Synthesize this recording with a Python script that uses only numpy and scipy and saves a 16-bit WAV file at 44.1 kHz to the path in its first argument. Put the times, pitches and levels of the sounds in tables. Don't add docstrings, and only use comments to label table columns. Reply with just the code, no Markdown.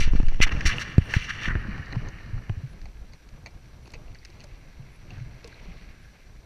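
import sys
import numpy as np
from scipy import signal
from scipy.fft import rfft, irfft, next_fast_len
from scipy.io import wavfile
from scipy.ndimage import map_coordinates

SR = 44100
rng = np.random.default_rng(int(sys.argv[2]) if len(sys.argv) > 2 else 0)


def waveform_to_disk(signal):
    frames = np.transpose(np.atleast_2d(signal))
    scaled = np.clip(frames, -1, 1) * 32767
    samples = np.round(scaled).astype(np.int16)
    wavfile.write(sys.argv[1], SR, samples)


def volts_from_decibels(level):
    exponent = np.asarray(level, float) / 20
    return 10 ** exponent


N = 284445

# (centre [Hz], width [Hz], level [dB])
LOW_BODY_MODES = [(1248, 470, -8), (1549, 252, 1.5), (1812, 293, -1)]
HIGH_BODY_MODES = [(2008, 120, 1.5), (2170, 134, -0.5), (2340, 130, 2), (2700, 192, 2.5), (2920, 256, 2.5),
                   (3277, 450, -7), (3560, 210, -6.5)]
EDGE_MODES = [(3745, 1650, -1), (4420, 1380, 6.5)]
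RIM_MODES = [(5607, 440, -2.5), (6010, 280, 1), (6300, 470, -9)]
AIR_MODES = [(6970, 1300, 1), (9130, 820, 2), (9430, 490, 7.5), (12400, 4700, -16)]
DRY_SKIN_MODES = [(8850, 800, 2.5), (10400, 1500, -4.5), (12800, 3000, -7)]
DULL_MODES = [(289.5, 147, 1), (600, 570, -1.4), (922, 630, -1.2)]
KNOCK_MODES = [(1630, 670, -6.5), (2275, 775, -1.5), (2720, 750, -3)]
CLINK_MODES = [(4300, 1300, -3.5), (5590, 880, -2), (6300, 660, -4.5)]
PIN_MODES = [(4220, 900, -1.5), (6170, 490, -10)]
# (centre [Hz], width [Hz], level [dB])
WET_HIGH_MODES = [(2140, 390, 0.5), (2500, 300, 2.5), (2873, 330, -2)]
DRAINED_LOW_MODES = [(1070, 200, -3.5), (1650, 310, 10.5)]
DRAINED_HIGH_MODES = [(2060, 620, -4.5), (2700, 660, -0.5), (3250, 1180, -11.5)]

# (start [s], length [s], level [dB], high over low body [dB], hardness [dB])
SCRAPES = [(0, 0.023, -32.5, 6, -2), (0.018, 0.043, -34.5, 7, -6.5), (0.041, 0.079, -44.5, 2, -10.5),
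           (0.114, 0.19, -52.5, 1, -8), (0.281, 0.16, -52.5, 2, -9.5), (0.4122, 0.011, -22.5, 10.5, -11),
           (0.421, 0.037, -27, 7.5, -16), (0.454, .062, -48, -2, -14), (0.513, 0.45, -45.5, -2.5, -11),
           (0.653, 0.038, -31, 2, -3), (0.684, 0.035, -35.5, -8, -4), (0.723, 0.049, -54, -3, -9),
           (0.816, 0.19, -43.5, -2.5, -14), (0.99, 0.39, -48.5, 2, -12.5), (1.291, 0.11, -44, 1.5, -11.5),
           (1.143, 0.057, -36.5, -1.5, -9), (1.179, 0.12, -40.5, 4.5, -10), (1.32, 0.22, -43.5, 0, -16.5)]
# (peak [s], length [s], level [dB], high over low body [dB], hardness [dB])
SWELLS = [(0.4307, 0.047, -21.5, 8, -2.5), (0.1654, 0.035, -44, -4, -11),
          (0.473, 0.041, -34.5, -2.5, -14.5), (0.52, 0.043, -38.5, -5.5, -16.5),
          (0.72, 0.1, -33, 3.5, -12.5), (.768, 0.039, -42, -1, -8), (.815, 0.086, -38, 0, -6),
          (1.123, 0.11, -42, -1.5, -7.5), (1.5, 0.094, -43, -25, -28), (1.449, 0.16, -38, 4, -11),
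          (1.3, 0.052, -34.5, -4, -13), (.672, 0.044, -33, 1, 1.5), (0.8, 0.033, -45, -4, 1),
          (1.459, .022, -33, -3, -21), (1.16, .03, -36, 1, -22), (1.03, .05, -60, 5, -8)]
# (time [s], level [dB], length [s])
GLIDES = [
    (.02, -62, .06),
    (.8, -65, .09),
    (.9, -74, .08),
    (1.06, -68, 0.12),
    (1.15, -60, 0.065),
    (1.23, -70, 0.11),
    (1.32, -71, .05),
    (1.45, -67, 0.063),
]
# (time [s], strength [dB], wetness, favours low body [dB])
WASH = [(1.5, -52, 6), (1.75, -52, 8.5), (1.96, -53, 3), (2.41, -60, 4), (2.92, -65.5, -4), (3.24, -67, -1),
        (4.15, -65.5, -6), (4.31, -61, -9), (4.58, -62.5, -4.5), (5.07, -64.5, -3.5), (5.14, -57.5, -2),
        (5.31, -61, -2), (5.65, -57, -10.5), (5.97, -61.5, 0), (6.45, -67.5, -4)]
# (time [s], peak [dB], length [s])
SQUEEZES = [(0.051, -14, 0.037), (.059, -15, 0.017), (.121, -11.5, 0.02), (0.197, -9.5, 0.025),
            (0.269, -8, 0.051), (.343, -12.5, 0.047), (.424, -13, .016), (.4365, -9.5, .03),
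            (0.531, -25, 0.016), (0.667, -14.5, 0.014), (0.678, -14.5, 0.017)]
# (time [s], peak [dB], rise [s], fall [s])
POPS = [(-.012, -12.5, 0.012, 0.084), (.012, -7.5, 0.0024, 0.0045), (.076, -9, 0.0018, 0.0099),
        (.135, -6.5, 0.001, 0.002), (0.151, -7.5, 0.0011, 0.0033), (.155, -8, 0.0014, 0.0089),
        (.281, -13, .002, 0.016), (0.4029, -9.5, 0.00036, 0.0032), (0.532, -8.5, 0.0023, .004),
        (0.55, -10, 0.0018, 0.0051), (0.564, -18.5, .002, 0.0057), (.575, -15, 0.0018, 0.0063),
        (.654, -12.5, .001, .006), (1.477, -17, 0.00086, 0.0016), (1.508, -12.5, 0.0013, 0.0026)]
# (time [s], peak [dB], dull part [dB], bright part [dB], t60 [s])
TAPS = [(0.1338, -29.5, 6, -22, 0.015), (.156, -25, -13, -24, 0.013), (0.1996, -28, 4.5, -25, 0.027),
        (0.229, -29.5, -4, -21, 0.024), (0.2669, -26.5, -19, -20, 0.015), (0.283, -24, -28, -17, 0.056),
        (0.3197, -47, 12.5, -11.5, .02), (0.343, -24, -21, -29, 0.018), (0.4018, -12.5, -24, -42, 0.02),
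        (0.077, -29.5, -0.5, -23, 0.013), (0.4645, -29, 4.5, -43.5, 0.029), (0.492, -18, -14, -29, 0.029),
        (0.518, -28.5, -8, -34, 0.065), (0.608, -17, -17, -17, 0.019), (0.6577, -13.5, -8.5, -25, 0.014),
        (0.7837, -24, -6.5, -20, 0.033), (1.138, -2, -20.5, -30, 0.018), (1.553, -26.5, -3.5, -42, 0.048)]
# (time [s], peak [dB], dull part [dB], bright part [dB], air part [dB])
CLICKS = [(0.9805, -15.5, -36, -23.5, -19), (1.6485, -43.5, 8, -28, -32), (1.779, -30, -4, -20, -35),
          (1.858, -39, -25, -6, -36), (1.926, -29.5, -6, -16, -30), (1.9553, -29, 0, -18, -42),
          (2.086, -38.5, -0.5, -5.5, -27), (2.4949, -25.5, -3, -33, -36), (2.8153, -40, -7.5, -7, -23),
          (3.289, -38, -20, -14, -24), (3.876, -41, -2, -8, -10), (3.904, -43, -13, -5, -8),
          (3.919, -44, -20, -9, 2), (3.936, -43, 4, -4, -2), (4.1543, -36, -18, -27.5, -42),
          (4.2495, -30.5, -25, -9, -13), (4.254, -38, -17, -5, -14), (4.3014, -42.5, -6, -8, -23),
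          (4.437, -45, -9, -7, -10), (4.4406, -37.5, -8, -6, -2), (5.4438, -37.5, -14, -4.5, -5),
          (5.448, -43, -6, -11, -14), (5.475, -43, -5, -1.5, 4), (5.4785, -47, -4, -4, -2)]
# (time [s], peak [dB], pitch [Hz], dull part [dB], bright part [dB])
KNOCKS = [(2.185, -40.5, 2120, -19, -25), (2.856, -43, 2200, 1, -4), (3.1343, -45.5, 2100, -4, 1.5),
          (3.4608, -32.5, 2220, -7.5, -3.5), (3.4685, -37.5, 2240, -4.5, -6), (3.474, -48, 2300, 3, -14),
          (3.8568, -47, 2640, -4, -5), (3.871, -49, 2650, -5, -1), (3.937, -40, 2500, -12, 0),
          (3.9395, -38, 2280, -17, -6), (3.9434, -44.5, 2620, -5, 2), (3.947, -45, 2500, -10, -6),
          (3.954, -42, 2400, -13, -14), (4.1473, -44.5, 2120, -14, 0), (4.23, -48, 2060, -25, -18),
          (4.3978, -51, 2570, -2, -2), (4.4042, -44.5, 2700, -5, 3), (4.411, -48.5, 2580, -8, -2),
          (5.1054, -38.5, 2700, -7, -7), (5.1806, -45.5, 1580, -9, -8), (5.2006, -44, 2240, -24, -13),
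          (5.444, -43, 2560, -10, -6), (5.527, -43.5, 1630, -21, -12)]
# (pitch [Hz], level [dB])
KNOCK_PARTS = [(985, -6.5), (4470, -2.5), (6400, -9), (8200, -26)]
# (time [s], peak [dB], pitch [Hz])
PIPS = [(.4135, -20, 2500), (0.416, -30, 1270), (.4208, -21, 2500), (.428, -30, 1260), (.4258, -19.5, 6000),
        (.5645, -33, 2500), (.572, -36, 2380), (.6072, -29, 1960), (.6125, -26, 1800), (.6582, -15.5, 2010),
        (.681, -19, 1790), (.7832, -18, 2760), (1.429, -27, 1790), (1.5535, -20.5, 1710),
        (1.6457, -32, 1530), (1.6702, -34, 1670), (1.73, -36, 2350), (1.748, -31, 1800),
        (1.8687, -35, 1860), (1.8957, -38, 1770), (1.9255, -35.5, 4100), (1.9316, -27.5, 1890),
        (2.086, -46, 6300), (2.166, -50, 1910), (2.3052, -46, 1630), (3.0435, -60, 1710),
        (3.1234, -51, 4700), (3.51, -56, 5200), (4.0802, -49, 2680), (4.1874, -46.5, 4680),
        (4.192, -55, 4500), (5.517, -59, 4100), (5.5245, -49, 4300), (5.5435, -44.5, 4100),
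        (5.5933, -47, 2130), (6.3625, -51, 2000)]
# (time [s], peak [dB], pitch [Hz], t60 [s], rise [s])
BLOWS = [
    (0.2, -16.5, 145, 0.017, 0.0011),
    (0.231, -16.5, 80, 0.04, 0.0025),
    (.594, -29, 110, .04, .002),
    (.9815, -4, 80.4, 0.042, 0.00062),
    (1.012, -24, 80, 0.055, 0.0035),
    (1.1655, -3, 87, 0.028, 0.004),
    (1.479, -22, 105, 0.015, 0.00096),
    (1.484, -25, 70, 0.032, 0.0011),
    (1.527, -24, 50, 0.046, 0.00072),
    (1.796, -23, 69, 0.039, 0.0016),
]
# (time [s], peak [dB], pitch [Hz], t60 [s], rise [s])
TUGS = [
    (1.5527, -20.5, 71, 0.089, 0.00039),
]
# (time [s], peak [dB], pitch [Hz], rise [s])
THUMPS = [(1.683, -29, 195, 0.0033), (1.966, -19, 114, 0.0032), (2.329, -18, 103.6, 0.016),
          (2.354, -19.5, 115, 0.015), (2.496, -19.5, 100, 0.0029), (2.57, -23, 85, 0.006),
          (2.633, -18.5, 131, 0.018), (2.842, -36.5, 59.7, 0.0011), (3.015, -33, 41.6, 0.0044),
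          (4.104, -34.5, 110, 0.0067), (4.793, -29, 130, 0.014), (5.123, -35, 100, 0.0027),
          (5.176, -31.5, 112, .0065), (5.207, -19, 123, 0.023), (5.679, -32.5, 172, 0.012)]
# (time [s], peak [dB], pitch [Hz])
PLOPS = [
    (3.95, -45.5, 466),
    (3.99, -48.5, 600),
    (4.29, -49.5, 340),
    (4.44, -49, 580),
    (5.112, -51, 713),
    (5.445, -40.5, 458),
]
# (time [s], strength [dB])
HULL = [(0, -31.5), (.21, -39.5), (.6, -33.5), (.8, -37), (1.26, -41), (1.62, -34), (1.75, -36.5),
        (2.1, -38), (2.53, -45), (3.09, -51.5), (3.45, -47.5), (4.6, -50), (5.19, -45.5), (5.57, -46.5),
        (5.82, -51), (6.45, -50.5)]
# (time [s], level [dB], length [s])
SLOSHES = [(.09, -66, 0.027), (.55, -52, 0.15), (.74, -50.5, 0.28), (1.1, -52, 0.12), (1.46, -49, .1),
           (1.94, -51, 0.064), (2.06, -52, 0.085), (3.866, -56, 0.028), (3.945, -67, 0.03),
           (4.0, -67, 0.12), (4.44, -64, 0.057), (5.453, -58, .03), (5.6, -66, 0.5)]
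# (time [s], level [dB], length [s])
LURCHES = [(.8, -39, .1), (1.02, -33.5, 0.1), (1.17, -22.5, 0.097), (1.53, -27, 0.19), (2.03, -33.5, 0.12),
           (2.36, -31.5, 0.11), (2.52, -29.5, 0.086), (2.84, -37.5, 0.11), (3.02, -44, 0.21),
           (3.45, -57, 0.24), (3.89, -50, 0.048), (4.06, -46, 0.27), (4.55, -47, 0.063), (5.25, -49, 0.45),
           (5.72, -47, 0.18), (5.91, -46, 0.047), (6.37, -42, 0.071)]
# (frequency [Hz], density [dB per Hz])
HEAVE_SPECTRUM = [(4, -36), (10, -14.5), (18, -2), (42, -6.5), (62, -9), (120, -120)]
RUMBLE_SPECTRUM = [(24, -3.5), (40, 2.5), (81, -4), (128, -3.5), (216, -12.5), (330, -24), (430, -39),
                   (730, -120)]
GURGLE_SPECTRUM = [(150, -41.5), (250, -2), (426, -3.5), (475, -5), (657, -6.5), (1400, -12.5), (1820, -28),
                   (3080, -120)]
HISS_SPECTRUM = [(1760, -44), (3000, -1), (5280, -2.5), (5800, -7), (6820, -6.5), (10800, -12),
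                 (14900, -18), (15400, -49)]
# (multiple of the base [1], level [dB])
WHINE = [(2, -73), (3, -88), (4, -81), (5, -89)]
# (time [s], level [dB])
BLINKS = [
    (1.58, -77),
    (2.685, -72),
    (3.825, -74),
    (4.915, -71),
    (6.01, -76),
]


def unit(x):
    return x / np.sqrt(np.mean(x ** 2) + 1e-20)


def curves(rows):
    time_s, *columns = np.transpose(rows)
    return [np.interp(np.arange(N) / SR, time_s, column) for column in columns]


def wobble(rate_hz):
    steps = np.arange(0, N + 16, 16)
    knots = rng.standard_normal(int(N * rate_hz / SR) + 4)
    coarse = map_coordinates(knots, [steps * rate_hz / SR])
    return np.interp(np.arange(N), steps, coarse)


def bumps(rows):
    t = np.arange(N) / SR
    gain = np.zeros(N)
    for at_s, db, span_s in rows:
        fade = np.minimum(4 * (t - at_s) ** 2 / span_s ** 2, 10)
        gain += volts_from_decibels(db - 15 * fade)
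    return gain


def filtered(x, response):
    m = next_fast_len(N + SR // 2)
    return irfft(rfft(x, m) * response(np.fft.rfftfreq(m, 1 / SR)), m)[:N]


def coloured(spectrum):
    point_hz, point_db = np.transpose(spectrum)

    def response(hz):
        return volts_from_decibels(np.interp(np.log(hz + 1), np.log(point_hz + 1), point_db))

    return unit(filtered(rng.standard_normal(N), response))


def ringing(x, modes, order=2):
    def response(hz):
        total = 0
        for k, (centre_hz, width_hz, db) in enumerate(modes):
            damping = 1j * hz * width_hz
            total = total + (-1) ** k * volts_from_decibels(db / order) * damping / (centre_hz ** 2 - hz ** 2 + damping)
        return total ** order

    return filtered(x, response)


def add_at(out, at_s, sound):
    start = round(at_s * SR)
    out[..., start:start + sound.shape[-1]] += sound


def rubbing():
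    t = np.arange(N) / SR
    touching = t < WASH[0][0]
    wet = t < 2.6
    gains = np.sqrt(strokes() + (~touching * spray()) ** 2)
    low_gain, high_gain, edge_gain, rim_gain, air_gain = gains
    grain_sizes = volts_from_decibels(.4 * wobble(30) + .9 * wobble(90) + 2.2 * wobble(600))

    def part(modes):
        grains = grain_sizes * rng.standard_normal(N)
        return unit(ringing(grains, modes)) * volts_from_decibels(.8 * wobble(35))

    low = np.where(wet, part(LOW_BODY_MODES), part(DRAINED_LOW_MODES))
    high = np.select([touching, wet], [part(HIGH_BODY_MODES), part(WET_HIGH_MODES)], part(DRAINED_HIGH_MODES))
    body = low * low_gain + high * high_gain
    shell = part(EDGE_MODES) * edge_gain + part(RIM_MODES) * rim_gain
    air = part(AIR_MODES) * air_gain + part(DRY_SKIN_MODES) * bumps(GLIDES)
    return body + shell + air


def strokes():
    power = np.zeros((5, N))
    # (start s, length s, fade s, sag to the ends dB, place of most pressure -1..1, level, tilt, hardness dB)
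    rows = [(at_s, span_s, .002, 7, -0.36, *rest) for at_s, span_s, *rest in SCRAPES]
    rows += [(peak_s - span_s / 2, span_s, .3 * span_s, 18, 0, *rest) for peak_s, span_s, *rest in SWELLS]
    for at_s, span_s, fade_s, sag_db, peak, db, tilt_db, hard_db in rows:
        u = np.linspace(-1, 1, round(span_s * SR))
        eased_db = sag_db * (u - peak) ** 2
        bite_db = hard_db - 0.39 * eased_db
        low_db = 0 * u - tilt_db / 2
        high_db = 0 * u + tilt_db / 2
        edge_db = -2 + 0.82 * bite_db
        air_db = -10 + 1.31 * bite_db
        shares = volts_from_decibels([low_db, high_db, edge_db, bite_db, air_db])
        fade = np.clip((1 - np.abs(u)) * span_s / (2 * fade_s), 0, 1)
        start = max(round(at_s * SR), 0)
        power[:, start:start + len(u)] += (shares * volts_from_decibels(db - eased_db) * fade) ** 2
    return power


def spray():
    spray_db, wet_db = curves(WASH)
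    over_db = spray_db - spray_db.mean()
    edge_db = -67.5 + 0.74 * over_db
    rim_db = -72 + 0.44 * over_db
    air_db = -95 + .4 * over_db
    return volts_from_decibels([spray_db + wet_db, spray_db, edge_db, rim_db, air_db])


def squeezes():
    vent_hz, wall_hz = 6.2, 2500
    t = np.arange(SR * 2) / SR
    pressure = np.zeros(len(t))
    for at_s, db, span_s in SQUEEZES:
        pressure -= volts_from_decibels(db + 4) * np.exp(-8 * ((t - at_s) / span_s) ** 2)
    for at_s, db, rise_s, fall_s in POPS:
        since_s = np.maximum(t - at_s, 0)
        pressure += volts_from_decibels(db + 4.5) * (1 - np.exp(-since_s / rise_s)) ** 2 * np.exp(-since_s / fall_s)

    def response(hz):
        vent = 1j * hz / (vent_hz + 1j * hz)
        return vent / (1 + 1j * hz / wall_hz) ** 2

    return filtered(pressure, response)


def ticks():
    t = np.arange(SR // 8) / SR
    drive = np.zeros((4, N + SR))
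    rows = [(at_s, db, dull, bright, bright - 24, t60_s) for at_s, db, dull, bright, t60_s in TAPS]
    rows += [(*row, 0.02) for row in CLICKS]
    for at_s, db, dull_db, bright_db, air_db, t60_s in rows:
        crackle = rng.standard_normal((4, len(t))) + 6 * (t == 0)
        decay = volts_from_decibels(db - 60 * t / max(t60_s, .003))
        shares = volts_from_decibels([[dull_db + 17], [9], [bright_db + 12], [air_db - 5.5]])
        add_at(drive, at_s, decay * crackle * shares)
    groups = (DULL_MODES, KNOCK_MODES, CLINK_MODES, AIR_MODES)
    return sum(ringing(d[:N], modes) for d, modes in zip(drive, groups))


def knocks():
    t = np.arange(SR // 5) / SR
    out, drive = np.zeros(N + SR), np.zeros((2, N + SR))
    for at_s, db, hz, dull_db, bright_db in KNOCKS:
        decay = volts_from_decibels(db - 3.5 - 60 * t / 0.063)
        rattle = decay * rng.standard_normal((3, len(t)))
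        ring = burst(hz, t)
        for share_db, (part_hz, part_db) in zip([dull_db] + 3 * [bright_db], KNOCK_PARTS):
            ring = ring + volts_from_decibels(share_db + part_db) * burst(part_hz, t)
        b, a = signal.iirpeak(hz, hz / 600, SR)
        tail = signal.lfilter(b, a, signal.lfilter(b, a, rattle[0]))
        add_at(out, at_s, volts_from_decibels(db) * ring + volts_from_decibels(9.5) * tail)
        add_at(drive, at_s, rattle[1:] * volts_from_decibels([[dull_db + 17], [bright_db + 6]]))
    for at_s, db, hz in PIPS:
        add_at(out, at_s, volts_from_decibels(db) * burst(hz, t))
    return out[:N] + ringing(drive[0, :N], DULL_MODES[1:]) + ringing(drive[1, :N], PIN_MODES)


def burst(hz, t):
    contact_s = 0.00079
    u = t / contact_s
    return u * np.exp(1 - u) * np.sin(2 * np.pi * (hz * t + rng.uniform()))


def thuds():
    t = np.arange(SR // 2) / SR
    out = np.zeros(N + SR)
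    rows = [(-1, *row) for row in BLOWS]
    rows += [(-1, at_s, db, hz, 0.088, rise_s) for at_s, db, hz, rise_s in THUMPS]
    rows += [(-1, *row, 0.073, 0.0051) for row in PLOPS]
    rows += [(1, *row) for row in TUGS]
    for way, at_s, db, hz, t60_s, rise_s in rows:
        rise_s = max(rise_s, .0003)
        sag = 0.95 * np.exp(-rise_s / 0.0025)
        turns = hz * (t + sag * 0.0054 * (1 - np.exp(-t / 0.0037)))
        swing = way * np.sin(2 * np.pi * turns) * (1 - np.exp(-t / rise_s))
        add_at(out, at_s, volts_from_decibels(db + 6.5 - 60 * t / max(t60_s, .02)) * swing)
    return out[:N]


def water():
    rumble_db, = curves(HULL)
    gurgle_db = -59.5 + 0.61 * (rumble_db + 47)
    slaps = wobble(18)
    heave = (volts_from_decibels(-52.5) + bumps(LURCHES)) * coloured(HEAVE_SPECTRUM)
    rumble = unit(volts_from_decibels(1.8 * slaps + 2 * wobble(30)) * coloured(RUMBLE_SPECTRUM))
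    gurgle = unit(volts_from_decibels(1.1 * slaps + 1.6 * wobble(50)) * coloured(GURGLE_SPECTRUM))
    return heave + volts_from_decibels(rumble_db) * rumble + (volts_from_decibels(gurgle_db) + bumps(SLOSHES)) * gurgle


def electronics():
    out = volts_from_decibels(-70) * coloured(HISS_SPECTRUM)
    whine_hz = 2933 + 6.5 * wobble(300)
    phase = 2 * np.pi * np.cumsum(whine_hz) / SR
    for multiple, db in WHINE:
        out += volts_from_decibels(db + 0.5 + 1.2 * wobble(60)) * np.sin(multiple * phase)
    t = np.arange(round(.055 * SR)) / SR
    turns = 10300 * t + 250 * .02 * np.exp(-t / 0.022)
    chirp = np.sin(2 * np.pi * turns) * signal.windows.tukey(len(t), .2)
    for at_s, db in BLINKS:
        add_at(out, at_s, volts_from_decibels(db + 2.8 * wobble(150)[:len(t)]) * chirp)
    return out


def scene():
    handling = rubbing() + squeezes() + ticks()
    boat = knocks() + thuds() + water()
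    return (handling + boat + electronics())[None]


def top_cut(x):
    return signal.sosfilt(signal.butter(12, 15130, fs=SR, output="sos"), x)


def record(dry):
    mix = dry / (1 + np.abs(dry / 2.1) ** 8) ** (1 / 8)
    return top_cut(mix)


dry = scene()
out = record(dry)
waveform_to_disk(out)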